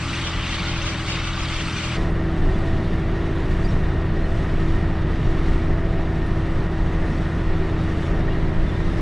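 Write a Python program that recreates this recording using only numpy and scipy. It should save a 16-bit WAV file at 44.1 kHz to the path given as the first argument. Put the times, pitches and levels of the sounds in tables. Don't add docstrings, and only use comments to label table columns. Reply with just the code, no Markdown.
import sys
import numpy as np
from scipy import signal
from scipy.fft import rfft, irfft, next_fast_len
from scipy.io import wavfile
from scipy.ndimage import uniform_filter1d, map_coordinates

SR = 44100
rng = np.random.default_rng(int(sys.argv[2]) if len(sys.argv) > 2 else 0)


def persist_wave(psi):
    counts = np.round(np.clip(psi, -1, 1) * 32767).astype(np.int16)
    wavfile.write(sys.argv[1], SR, np.atleast_2d(counts).T)


N = 397341
T = np.arange(N) / SR
CUT_S = 1.969
IN_CAB = T >= CUT_S
TOP_HZ = 11950

# start_s, pump_piston_rate_hz
ENGINE_SPEED = [(0.0, 330), (0.34, 327), (0.74, 331.8), (1.0, 325.4), (1.25, 330.6), (1.7, 326.8),
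                (1.79, 325), (1.88, 329.8), (2.37, 326.1), (2.63, 329.8), (2.92, 324.9), (3.22, 332),
                (3.45, 324.4), (3.64, 330.5), (3.81, 326.3), (4.0, 331.3), (4.18, 326.2), (4.36, 332),
                (4.53, 324.5), (4.82, 330.3), (5.04, 323.4), (5.28, 329.3), (5.7, 326.6), (5.9, 331.4),
                (6.37, 324.8), (6.59, 328.7), (6.9, 327.6), (7.05, 323.5), (7.25, 327.4), (7.51, 327),
                (7.8, 320.5), (8.06, 329.4), (8.24, 326.6), (8.44, 324.2), (8.78, 329.6), (9.01, 327.6)]
PISTONS = 24
# multiple_of_cycle, rear_level_db, cab_level_db
ENGINE_ORDERS = [(2, -45, -33), (3, -38, -34), (4, -46, -41), (6, -32, -28), (8, -46, -41), (9, -34, -47),
                 (10, -54, -44), (11, -50, -40), (12, -39, -32), (13, -56, -46), (14, -51, -42),
                 (20, -50, -49), (30, -57, -62)]
# cycle_angle_rad, relative_level_db
KNOCK_CONTACTS = [(.35, 0), (1.08, -3), (3.45, -7), (2.45, -10), (4.6, -10), (5.6, -9)]
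GEAR_TEETH, GEAR_DB = 135, -56.5

# start_s, level_db
PUMP_WHINE = [(0.0, -41), (0.2, -38), (0.42, -41.5), (0.56, -43), (0.69, -37.5), (1.85, -39), (1.95, -37.5),
              (1.99, -33), (3.28, -32), (3.77, -37.5), (4.17, -33), (4.4, -39), (4.64, -30.5), (4.97, -33),
              (5.36, -32.5), (6.64, -33), (7.35, -34.5), (7.61, -32), (8.54, -33.5), (8.71, -37),
              (9.0, -30.5)]
# start_s, second_harmonic_db, gear_mesh_db
PUMP_OVERTONES = [(1.99, -46, -40.5), (2.3, -57, -37), (2.72, -38.5, -40), (2.97, -54, -40),
                  (3.73, -48, -41), (3.94, -61, -36.5), (4.28, -41.5, -40), (4.61, -60, -39.5),
                  (5.06, -56, -42), (5.32, -54, -39.5), (5.93, -39.5, -40.5), (6.63, -61, -40.5),
                  (7.04, -57, -52), (7.65, -52, -35), (7.88, -51, -55), (8.18, -47, -35), (8.55, -51, -47),
                  (9.0, -60, -39)]
PUMP_WAVER_DB, THIRD_DB = 0.7, -51.5
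MESH = 1.149

# start_s, boom_level_db, drone_level_db
CLOD_RIDE = [(0.0, -33.5, -34.5), (0.7, -29.5, -33), (1.0, -37, -32), (1.3, -28, -36), (1.95, -36, -31.5),
             (1.99, -22.5, -27), (2.3, -24, -28.5), (2.81, -23.5, -25.5), (3.18, -23, -29),
             (3.52, -24, -27.5), (4.09, -24, -27.5), (4.4, -20.5, -28.5), (5.21, -24.5, -26),
             (5.5, -21, -28), (6.6, -25, -28), (6.92, -18.5, -28.5), (7.31, -29, -26.5), (7.52, -20, -30.5),
             (7.79, -22, -26.5), (8.12, -24, -28), (8.42, -22.5, -26), (9.0, -22, -29)]
# pitch_hz, density_db_per_hz
REAR_BOOM_SPECTRUM = [(2, -50), (10, -22), (16, -12), (21, 2), (28, 0), (35, -1), (47, -3), (60, -11),
                      (75, -20), (100, -50), (200, -120)]
CAB_BOOM_SPECTRUM = [(2, -40), (6, -28), (10, -12), (16, -8), (21, 0), (32, -11), (47, -9), (60, -17),
                     (75, -23), (100, -50), (200, -120)]
# pitch_hz, density_db_per_hz
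REAR_DRONE_SPECTRUM = [(30, -120), (60, -7), (90, 0), (118, 3), (132, -5), (185, 3.5), (240, -8.5),
                       (275, -2), (300, -8.5), (345, -10), (440, -13.5), (600, -43), (1200, -120)]
CAB_DRONE_SPECTRUM = [(30, -120), (60, -9), (93, -1.5), (108, 2.5), (150, -1), (190, -4), (200, -5.5),
                      (290, -7.5), (310, -12), (355, -15), (600, -73), (1200, -120)]
# pitch_hz, width_hz, relative_level_db
PANEL_MODES = [(380.6, 11.9, 0.5), (407, 48, -4.5), (640, 164.6, -10.5), (826, 65, -14), (887, 27, -11),
               (1325, 757, -20.5)]

# start_s, level_db
REAR_ROAR_COURSE = [(0, -34.5), (.25, -33.5), (.5, -33.5), (.68, -32.5), (.85, -34), (1.03, -34),
                    (1.1, -33.5), (1.19, -33.5), (1.26, -34), (1.45, -34), (1.96, -34)]
# pitch_hz, density_db_per_hz
REAR_ROAR_SPECTRUM = [(240, -37), (400, -6), (496, -7), (587, 0.5), (674, -5.5), (695, -5.5), (798, -3),
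                      (989, -3), (1170, 2), (1430, 0), (1780, -6.5), (2260, -4), (2500, -15), (3250, -38),
                      (5500, -120)]
CAB_ROAR_SPECTRUM = [(240, -17), (400, -6), (502, -6.5), (665, -10), (835, -16), (1260, -11), (1550, -14.5),
                     (1890, -11.5), (2150, -19.5), (2600, -20.5), (3380, -30), (5720, -120)]
ROAR_DB, ROAR_SWING_DB = -37, 0.43
ROAR_FOLLOWS = 0.36
FIRING_DB = 2

# start_s, fizz_level_db, scrape_level_db
HARROW_LEVELS = [(0.0, -48.5, -36.5), (0.17, -50, -34), (0.39, -52.5, -34.5), (0.75, -53, -32.5),
                 (0.99, -50, -34.5), (1.06, -48.5, -35), (1.12, -51, -30.5), (1.2, -51, -32.5),
                 (1.33, -55, -35.5), (1.46, -49, -33.5), (1.63, -50.5, -35), (1.83, -49, -34),
                 (1.95, -52, -35), (2.0, -52, -42), (2.14, -60.5, -47), (2.59, -56, -44.5), (3.1, -60, -46),
                 (3.71, -55.5, -45), (4.0, -62, -47.5), (4.12, -61.5, -47), (4.34, -55.5, -46.5),
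                 (4.54, -57.5, -44.5), (4.7, -55.5, -45.5), (4.93, -60.5, -46), (5.47, -56, -44.5),
                 (5.81, -60.5, -47.5), (6.49, -58.5, -47), (6.68, -59.5, -47), (7.13, -56.5, -47),
                 (7.54, -59.5, -46), (8.06, -54.5, -44.5), (8.23, -59.5, -45.5), (8.35, -60, -45),
                 (8.52, -59.5, -47), (8.97, -55, -44.5)]
# pitch_hz, density_db_per_hz
REAR_SCRAPE_SPECTRUM = [(1120, -21), (1900, -8), (2260, -5.5), (2890, -4.5), (3650, -8), (4030, -12),
                        (4610, -12), (5000, -18.5), (6500, -28.5), (11000, -120)]
CAB_SCRAPE_SPECTRUM = [(1290, -10), (2200, -2), (2520, -11.5), (2860, -4.5), (3170, -8), (3620, -6),
                       (5000, -17.5), (6500, -61), (11000, -120)]
# pitch_hz, density_db_per_hz
REAR_FIZZ_SPECTRUM = [(2940, -36), (5000, -2), (6050, 5.5), (6290, 2), (6690, -12), (7150, 4.5),
                      (7610, 3.5), (8270, -0.5), (8960, -2), (10400, -15.5), (11500, -22), (14900, -57),
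                      (22000, -120)]
CAB_FIZZ_SPECTRUM = [(2940, -15.5), (5000, -9.5), (5490, -2), (7050, -9.5), (7910, -9.5), (8650, -15.5),
                     (9570, -13), (11500, -23.5), (14900, -51), (22000, -120)]
# pitch_hz, density_db_per_hz
SIDE_SPECTRUM = [(290, -49), (500, -11), (633, -10), (812, -5), (1060, -22), (1410, -17), (1560, -14),
                 (2230, -2.5), (3660, 3.5), (5360, -4), (6190, -2), (9170, -14), (11500, -40), (14900, -68),
                 (22000, -120)]
SIDES_FLICKER_DB = 4

# start_s, pitch_hz, level_db, left_over_right_db
STEEL_PINGS = [(0.05, 1330, -24, -1), (0.125, 2350, -25, -1), (0.149, 6140, -34, 4), (0.259, 3273, -25, 3),
               (0.268, 2368, -26, 0), (0.311, 4823, -31, 3), (0.665, 1424, -22, -4),
               (0.816, 6115, -36, 14.5), (0.917, 2325, -25, 10), (1.124, 3746, -27, 0),
               (1.371, 1190, -25, -1), (1.718, 6120, -36, 6), (1.762, 5930, -32, 8), (1.832, 2799, -23, 0),
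               (2.099, 9290, -54, 0), (2.537, 3413, -37, 0), (4.253, 3002, -38, 0), (5.462, 4860, -45, 0),
               (6.261, 9431, -52, 0), (7.077, 9400, -55, 0), (7.314, 3789, -42, 0)]
# pitch_hz, left_over_right_db
PORT_BALANCE = [(60, 1), (200, 1), (340, .2), (1100, 0), (1900, 1), (3500, 2), (6200, 1.5), (9000, -3)]
LAG_S = 1.8e-5

# multiple_of_cycle, level_db
CAB_ORDERS = [(16, -52), (21, -53), (27, -51), (32, -57), (33, -57), (45.67, -57), (50, -56), (54, -56),
              (56, -58), (60, -62), (66, -59), (78, -61), (81, -62), (84, -62), (90, -61), (94, -61),
              (106, -61), (120, -62), (129, -63), (144, -59), (148, -62), (150, -65)]
# start_s, length_s, start_pitch_hz, end_pitch_hz, level_db (before roughness)
CAB_SQUEAKS = [(3.637, 0.031, 4760, 4750, -44), (3.681, .032, 5520, 5500, -48.5),
               (4.229, .03, 4160, 4170, -48), (7.764, 0.09, 3745, 3720, -50),
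               (7.998, 0.099, 3660, 3490, -49), (8.305, 0.026, 2810, 2840, -39),
               (8.306, 0.031, 3870, 3890, -49), (8.662, 0.048, 3517, 3500, -43),
               (8.699, 0.11, 3550, 3620, -52)]
OCTAVE_DB = -22


def amp(db):
    return 10 ** (np.asarray(db) / 20)


def unit(x):
    return x / np.sqrt(np.mean(x ** 2) + 1e-20)


def along(points, hz):
    f, v = np.transpose(points)
    return np.interp(np.log(hz + 1), np.log(f + 1), v)


def curves(rows):
    s, *cols = np.transpose(rows)
    return [np.interp(T, s, c) for c in cols]


def wobble(rate):
    knots = rng.standard_normal(int(N * rate / SR) + 4)
    return map_coordinates(knots, [T * rate])


def filtered(x, response):
    m = next_fast_len(N + 8192)
    return irfft(rfft(x, m) * response(np.fft.rfftfreq(m, 1 / SR)), m)[..., :N]


def below(hz):
    return lambda f: 1 / (1 + (f / hz) ** 8)


def resonance(f, centre, width):
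    return 1j * f * width / (centre * centre - f * f + 1j * f * width)


def placed(rear, cab):
    return np.where(IN_CAB, cab, rear)


def coloured(x, rear, cab):
    rear_sound, cab_sound = [unit(filtered(x, lambda hz: amp(along(p, hz)))) for p in (rear, cab)]
    return placed(rear_sound, cab_sound)


def patchy(patch_db):
    z = signal.stft(rng.standard_normal(N + 512), nperseg=512)[2]
    field = uniform_filter1d(rng.standard_normal(z.shape), size=6, axis=0)
    field = uniform_filter1d(field, size=8, axis=1)
    return signal.istft(z * amp(patch_db * unit(field)), nperseg=512)[1][:N]


def ring(hz, db, t60, rise, size):
    t = np.arange(size) / SR
    decay = amp(db - 60 * t / t60)
    soft_ends = (1 - np.exp(-t / rise)) * (1 - (t / t[-1]) ** 4)
    return decay * soft_ends * np.sin(2 * np.pi * hz * t)


def cycle():
    return 2 * np.pi * np.cumsum(curves(ENGINE_SPEED)[0]) / PISTONS / SR


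def engine():
    turn = cycle()
    out = np.zeros(N)
    for k, rear_db, cab_db in ENGINE_ORDERS:
        level = amp(placed(rear_db, cab_db) + .5 * wobble(3))
        out += np.sqrt(2) * level * np.sin(k * turn + rng.uniform(0, 2 * np.pi))
    return out


def gear_knock():
    turn = cycle()
    gate = sum(amp(db) * np.exp(35 * (np.cos(turn - angle) - 1)) for angle, db in KNOCK_CONTACTS)
    contact = np.sin(GEAR_TEETH * turn + wobble(30)) + 5 * patchy(.5)
    knocks = gate * amp(1.5 * wobble(10)) * contact

    def block(f):
        modes = [(1760, 150, .6), (1860, 140, 1), (2000, 220, .8)]  # Hz, width Hz, gain before squaring
        return sum((gain * resonance(f, centre, width)) ** 2 for centre, width, gain in modes)

    return amp(placed(-58, -49)) * unit(filtered(knocks, block))


def pump():
    turn = PISTONS * cycle() + 0.11 * wobble(12)
    second_db, mesh_db = curves(PUMP_OVERTONES)
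    whine = amp(curves(PUMP_WHINE)[0] + PUMP_WAVER_DB * wobble(7.7)) * np.sin(turn)
    upper = np.zeros(N)
    for k, level_db in [(2, second_db), (3, THIRD_DB)]:
        upper += IN_CAB * amp(level_db + 1.8 * wobble(8)) * np.sin(k * turn + .55 * wobble(25))
    mesh = IN_CAB * amp(mesh_db + 1.7 * wobble(29)) * np.sin(MESH * turn + 0.61 * wobble(15))
    return np.sqrt(2) * (whine + upper + mesh)


def body():
    boom_db, drone_db = curves(CLOD_RIDE)
    boom = amp(boom_db) * coloured(rng.standard_normal(N), REAR_BOOM_SPECTRUM, CAB_BOOM_SPECTRUM)
    drone = amp(drone_db) * coloured(rng.standard_normal(N), REAR_DRONE_SPECTRUM, CAB_DRONE_SPECTRUM)

    def panel_response(f):
        modes = sum((-1) ** k * amp(db) * resonance(f, centre, width)
                    for k, (centre, width, db) in enumerate(PANEL_MODES))
        return modes * below(1700)(f)

    panels = IN_CAB * amp(-37.0) * unit(filtered(patchy(0.93), panel_response))
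    return boom + drone + panels


def roar():
    scrape_db = curves(HARROW_LEVELS)[1]
    firing_db = FIRING_DB * np.cos(3 * cycle()) ** 6
    pull_db = ROAR_FOLLOWS * (scrape_db - scrape_db[IN_CAB].mean())
    cab_db = ROAR_DB + firing_db + pull_db
    level = amp(placed(curves(REAR_ROAR_COURSE)[0], cab_db) + ROAR_SWING_DB * wobble(4.8))
    return level * coloured(patchy(0.59), REAR_ROAR_SPECTRUM, CAB_ROAR_SPECTRUM)


def chinks(count=13000):
    when, pitch, size = rng.random((count, 3)).T
    pitch, size = pitch[:, None], size[:, None]
    rows = ring(1000 + 10000 * pitch ** 1.3, 6 * size ** 2, .018 + .035 * size, .002, size=SR // 56)
    at = (when * N).astype(int)[:, None] + np.arange(rows.shape[1])
    return unit(np.bincount(at.ravel(), rows.ravel())[:N])


def harrow_noise():
    fizz_db, scrape_db = curves(HARROW_LEVELS)
    shake = amp(placed(.9, .4) * wobble(12) + .7 * wobble(45))
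    grit = shake * (patchy(.8) + placed(.55, .3) * chinks())
    scrape = amp(scrape_db) * coloured(grit, REAR_SCRAPE_SPECTRUM, CAB_SCRAPE_SPECTRUM)
    fizz = amp(fizz_db) * coloured(grit, REAR_FIZZ_SPECTRUM, CAB_FIZZ_SPECTRUM)
    side_grit = shake * (patchy(2.4) + 0.4 * chinks())
    side_level = amp(scrape_db - 7.5 + SIDES_FLICKER_DB * wobble(21.76)) * ~IN_CAB
    across = side_level * coloured(side_grit, SIDE_SPECTRUM, SIDE_SPECTRUM)
    return scrape + fizz, across


def pings():
    out = np.zeros((2, N + SR))
    for s, hz, db, pan_db in STEEL_PINGS:
        tone = ring(hz, db, 0.091, 0.0058, size=SR // 16)
        start = round(s * SR)
        out[:, start:start + len(tone)] += tone * amp([[pan_db / 2], [-pan_db / 2]])
    return out[:, :N]


def gear_tones():
    turn = cycle()
    thin = np.zeros(N)
    for k, db in CAB_ORDERS:
        thin += amp(db + 3 * wobble(4)) * np.sin(k * turn + rng.uniform(0, 2 * np.pi))
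    whine_level = amp(GEAR_DB + 6 * np.cos(turn - 2.2) + 1.5 * wobble(12))
    whine = whine_level * np.sin(GEAR_TEETH * turn + 1.5 * wobble(35))
    return np.sqrt(2) * IN_CAB * (thin + whine)


def squeaks():
    out = np.zeros(N)
    rough_hz, rough_db = 30 * wobble(150), 3 * wobble(110) - 1
    for s, length, start_hz, end_hz, db in CAB_SQUEAKS:
        u = np.clip((T - s) / length, 0, 1)
        turn = 2 * np.pi * np.cumsum(start_hz + (end_hz - start_hz) * u + rough_hz) / SR
        envelope = np.sqrt(abs(np.sin(np.pi * u))) * (u < 1)
        tone = np.sin(turn) + amp(OCTAVE_DB) * np.sin(2 * turn)
        out += amp(db + rough_db) * envelope * tone
    return out


def port_difference(hz):
    half_level = along(PORT_BALANCE, hz) * np.log(10) / 40
    half_lag = 1j * np.pi * hz * LAG_S
    return np.tanh(half_level - half_lag)


def scene():
    middle, across = harrow_noise()
    middle = middle + engine() + gear_knock() + pump() + body() + roar() + gear_tones() + squeaks()
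    across = across + ~IN_CAB * filtered(middle, port_difference)
    return np.array([middle + across, middle - across]) + pings()


def record(dry):
    return filtered(dry, lambda hz: np.clip((TOP_HZ - hz) / 350, 0, 1) ** 2)


dry = scene()
out = record(dry)
persist_wave(out)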